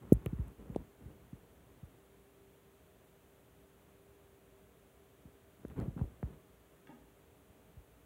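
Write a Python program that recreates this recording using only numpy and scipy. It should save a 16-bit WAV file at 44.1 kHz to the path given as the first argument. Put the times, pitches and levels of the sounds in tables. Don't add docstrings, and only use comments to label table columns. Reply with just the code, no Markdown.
import sys
import numpy as np
from scipy import signal
from scipy.fft import rfft, irfft
from scipy.io import wavfile

SR = 44100
rng = np.random.default_rng(int(sys.argv[2]) if len(sys.argv) > 2 else 0)


def log_audio(samples):
    frames = np.atleast_2d(samples).T
    limited = np.clip(frames, -1, 1)
    pcm = np.round(limited * 32767).astype(np.int16)
    wavfile.write(sys.argv[1], SR, pcm)


N = 355005
TIME = np.arange(N) / SR


def from_db(db):
    return 10 ** (np.asarray(db) / 20)


def unit_level(x):
    return x / np.sqrt(np.mean(x ** 2) + 1e-20)


def add(out, start_s, sound):
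    at = max(round(start_s * SR), 0)
    out[at:at + len(sound)] += sound[:N - at]


def keep_band(x, hz, kind, order=2):
    sections = signal.butter(order, np.clip(hz, 10, SR / 2 - 100), kind, fs=SR, output="sos")
    return signal.sosfilt(sections, x + 1e-18)


def boost_band(x, hz, width_hz, db):
    r = np.exp(-np.pi * width_hz / SR)
    feedback = [1, -(1 + r * r) * np.cos(2 * np.pi * hz / SR), r * r]
    band = signal.lfilter(np.array([1, 0, -1]) * (1 - r * r) / 2, feedback, x)
    return x + (from_db(db) - 1) * band


def delay_bass(x, hz, width_hz):
    r = np.exp(-np.pi * width_hz / SR)
    feedback = [1, -2 * r * np.cos(2 * np.pi * hz / SR), r * r]
    return signal.lfilter(feedback[::-1], feedback, x)


def ring(x, hz, fade_s):
    r = from_db(-60 / (fade_s * SR))
    angle = 2 * np.pi * hz / SR
    return signal.lfilter([0, np.sin(angle)], [1, -2 * r * np.cos(angle), r * r], x + 1e-18)


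def drift(turns_per_s):
    points = rng.standard_normal(int(turns_per_s * N / SR) + 2)
    return np.interp(TIME * turns_per_s, np.arange(len(points)), points)


def shaped_noise(spectrum):
    points_hz, db = np.transpose(spectrum)
    hz = np.arange(N // 2 + 1) * SR / N + 1e-3
    gain = from_db(np.interp(np.log(hz), np.log(points_hz), db, left=-120, right=-120))
    return unit_level(irfft(rfft(rng.standard_normal(N)) * gain, N))


# pitch_hz, relative_db
HISS_SPECTRUM = [(3000, -13), (5000, -8), (6300, -2), (8000, -1), (10500, -0.5), (13000, 0), (15800, 1)]


def microphone_hiss(level_db=-76):
    return from_db(level_db) * shaped_noise(HISS_SPECTRUM)


# pitch_hz, relative_db
AIR_SPECTRUM = [(28, -29), (42, -13.5), (55, 0.5), (100, -2), (160, -3), (235, -8), (330, -8), (450, -8),
                (640, -10.5), (880, -15.5), (1200, -16.5), (2000, -20.5), (3400, -24), (5000, -36.5)]
# pitch_hz, width_hz, level_db
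DUCT_TONES = [(57.76, 6, -78), (194.4, 5, -81.5), (287.2, 14, -76.5), (400.7, 20, -78), (435.4, 8.7, -82.5),
              (463, 8, -81), (628, 12, -80.5)]
# time_s, level_db
FAN_LEVELS = [(0, -66.5), (1.0, -74), (2.2, -72), (3.2, -74), (4.5, -68.5), (5.4, -75.5), (6.3, -79),
              (6.9, -71), (7.5, -84), (8.05, -89)]


def ventilation(air_db=-65.5, blade_hz=394, waver_hz=3.3, swell_db=3):
    phase = 2 * np.pi * np.cumsum(blade_hz + waver_hz * drift(turns_per_s=9)) / SR
    hum_db = np.interp(TIME, *np.transpose(FAN_LEVELS))
    hum_db += swell_db * drift(turns_per_s=7)
    blades = from_db(hum_db) * np.sqrt(2) * np.sin(phase)
    rush, stir = shaped_noise(AIR_SPECTRUM), shaped_noise(AIR_SPECTRUM)
    duct = np.zeros(N)
    for hz, width_hz, db in DUCT_TONES:
        fade_s = np.log(1000) / (np.pi * width_hz)
        drone = ring(keep_band(stir, 0.77 * hz, "high"), hz, fade_s)
        duct += from_db(db) * unit_level(drone)
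    return from_db(air_db) * rush + duct + blades


def tiled_room(x, fade_s=0.5, echo_db=1):
    t = np.arange(SR) / SR
    tail = rng.standard_normal(SR) * from_db(-60 * t / fade_s) * (t > .004)
    tail /= np.sqrt(np.sum(tail ** 2))
    return x + from_db(echo_db) * signal.fftconvolve(x, tail)[:N]


# start_s, strength_db, lowest_hz, highest_hz
LID_KNOCKS = [(6.872, -42.5, 1500, 4200), (6.893, -46.5, 150, 1200), (6.906, -48.5, 150, 610)]
# pitch_hz, relative_db, fade_s
LID_TONES = [(255, 2.5, 0.14), (279, 1, 0.084), (567, -4, 0.047), (820, -3, 0.041), (908, -2.5, 0.043),
             (1246, -9, 0.12), (1644, -0.5, 0.0146), (1885, -13, .03), (2220, -13.5, 0.046),
             (2770, -11.5, .025), (3370, -10.5, .015)]


def toilet_lid(clack_db=8, ring_db=-7):
    force, click = np.zeros(N), signal.unit_impulse(SR // 20)
    for start_s, db, low_hz, high_hz in LID_KNOCKS:
        add(force, start_s, from_db(db) * keep_band(click, [low_hz, high_hz], "band"))
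    ringing = sum(from_db(db) * ring(force, hz, fade_s) for hz, db, fade_s in LID_TONES)
    return tiled_room(from_db(ring_db) * ringing + from_db(clack_db) * force)


def camera_body(force, bass_db):
    shake = keep_band(force, 50, "high", order=6)
    lagged = delay_bass(shake, hz=69.3, width_hz=81)
    return boost_band(lagged, hz=62, width_hz=20, db=bass_db)


# pitch_hz, width_hz, boost_db
HANDLING_BANDS = [(98.6, 17, -6), (181, 54, 0), (450, 100, 0.5), (630, 63, -3.5), (790, 220, 1.5),
                  (1780, 350, -0.5), (4960, 2300, -11), (10540, 1500, 5)]


def handling_colour(x):
    for hz, width_hz, db in HANDLING_BANDS:
        x = boost_band(x, hz, width_hz, db)
    return x


def stroke(start_s, length_s, fade_s, swell_s=.03):
    swell = np.clip((TIME - start_s) / swell_s, 0, 1)
    return swell * from_db(-60 * np.clip((TIME - start_s - length_s) / fade_s, 0, 3))


# start_s, length_s, rumble_db, grit_db
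SKIN_STROKES = [(0, 0.49, -53.5, -66), (0.572, .24, -52, -69), (0.99, 0.15, -56.5, -73),
                (1.15, 0.817, -66, -78.5), (5.245, 0.03, -59.5, -78), (5.57, 0.61, -60, -77),
                (5.685, 0.029, -49, -63), (5.752, 0.069, -38, -56), (5.96, 0.031, -42.5, -58.5),
                (6.214, 0.12, -53.5, -69), (7.466, 0.3, -67, -80)]


def finger_rub(slips_per_s=1800, spread_db=1.7, rumble_fade_s=0.35, grit_fade_s=0.194):
    rumble_gain, grit_gain = np.zeros(N), np.zeros(N)
    for start_s, length_s, rumble_db, grit_db in SKIN_STROKES:
        rumble_gain = np.maximum(rumble_gain, from_db(rumble_db) * stroke(start_s, length_s, rumble_fade_s))
        grit_gain = np.maximum(grit_gain, from_db(grit_db) * stroke(start_s, length_s, grit_fade_s))
    sizes = from_db(spread_db * np.minimum(rng.exponential(1, N), 4)) * rng.choice([-1, 1], N)
    slips = sizes * (rng.random(N) < slips_per_s / SR)
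    dull_slips = keep_band(keep_band(slips, 570, "low"), 160, "low", order=1)
    rumble = unit_level(camera_body(dull_slips, bass_db=4.0))
    grit = unit_level(keep_band(keep_band(slips, [520, 1050], "band", order=1), 2300, "low"))
    sizzle = from_db(-19) * unit_level(keep_band(slips, 8000, "high"))
    return rumble_gain * rumble + grit_gain * (grit + sizzle)


# start_s, level_db, lowest_hz, highest_hz, rattle_ms
GRIP_TICKS = [(0.1263, -40, 1020, 15000, 3.9), (0.13, -29, 6880, 14350, 0.46),
              (0.1387, -40, 7000, 14160, 1.2), (0.26, -34.5, 6760, 15600, 0.56),
              (0.2618, -34.5, 1010, 2960, 1.2), (0.482, -52, 7000, 15000, .6),
              (0.748, -45.5, 400, 2900, .29), (0.7612, -40.5, 1000, 9000, .15),
              (5.6503, -45.5, 624, 1760, 0.265), (5.6832, -50, 3000, 15000, .3),
              (5.7004, -51, 500, 3000, 0.27), (5.801, -44.5, 700, 6950, .5), (5.9785, -45, 500, 1480, 0.42),
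              (5.993, -48, 750, 1830, .73), (6.0123, -41, 480, 1010, 1.2), (6.2287, -41, 700, 2030, 0.35)]


def case_ticks(rattle=.14, rise_ms=0.397):
    out, snap_at = np.zeros(N), SR // 60
    ms = np.arange(-snap_at, snap_at) * 1000 / SR
    for start_s, db, low_hz, high_hz, rattle_ms in GRIP_TICKS:
        rise_and_fall = np.exp(np.minimum(ms / rise_ms, -ms / rattle_ms))
        slips = rattle * rng.standard_normal(len(ms)) * rise_and_fall
        slips[snap_at] += 1
        tick = keep_band(slips, [low_hz, high_hz], "band", order=4)
        add(out, start_s - snap_at / SR, from_db(db) * tick / np.abs(tick).max())
    return out


# start_s, level_db, contact_ms, lingering_bass_db
FINGER_LANDINGS = [(0.1231, -6.5, 0.9, -1.5), (0.167, -39, 1.3, -15), (0.2623, -25.5, 0.8, -6),
                   (0.2641, -25, 1.5, -12), (0.3312, -28, 1.4, 5), (0.393, -27, 2.77, 0),
                   (0.465, -46, 2.1, 4), (0.700, -35, 1.64, 3), (0.762, -20.5, 0.592, -5),
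                   (1.056, -41, 2.74, -18), (1.331, -37.5, 1.55, -8), (1.831, -40.5, 2.2, -10),
                   (5.255, -46, 1.37, -7), (5.6507, -32, 0.76, 7), (5.790, -26.5, 1.56, -17),
                   (5.881, -29, 1.8, -11), (5.965, -33.5, 1.27, -9.5), (6.014, -24, 2.34, -6.5),
                   (6.2294, -32, 0.5, 2), (6.2338, -29.5, 2.24, -0.5), (7.769, -43.5, 3, -6)]


def finger_bumps(spring_back=0.2, settle_s=.017, settle_db=-21, settle_ms=3.0):
    out, t = np.zeros(N), np.arange(SR // 4) / SR
    lead_s = .015
    for start_s, db, contact_ms, bass_db in FINGER_LANDINGS:
        landing = (start_s, db, contact_ms)
        settling = (start_s + settle_s, db + settle_db, settle_ms)
        for push_s, push_db, push_ms in landing, settling:
            contact_s = push_ms / 1000
            push = np.exp(-((t - lead_s) / contact_s) ** 2)
            force = keep_band(push, spring_back / contact_s, "high", order=1)
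            thud = camera_body(force, bass_db)
            add(out, push_s - lead_s, from_db(push_db) * thud / np.abs(thud).max())
    return out


def scene():
    handling = handling_colour(finger_bumps() + case_ticks() + finger_rub())
    return (handling + toilet_lid() + ventilation() + microphone_hiss())[None]


def record(dry):
    cutoff_hz = 15850
    return signal.sosfilt(signal.ellip(12, .1, 70, cutoff_hz, fs=SR, output="sos"), dry)


dry = scene()
out = record(dry)
log_audio(out)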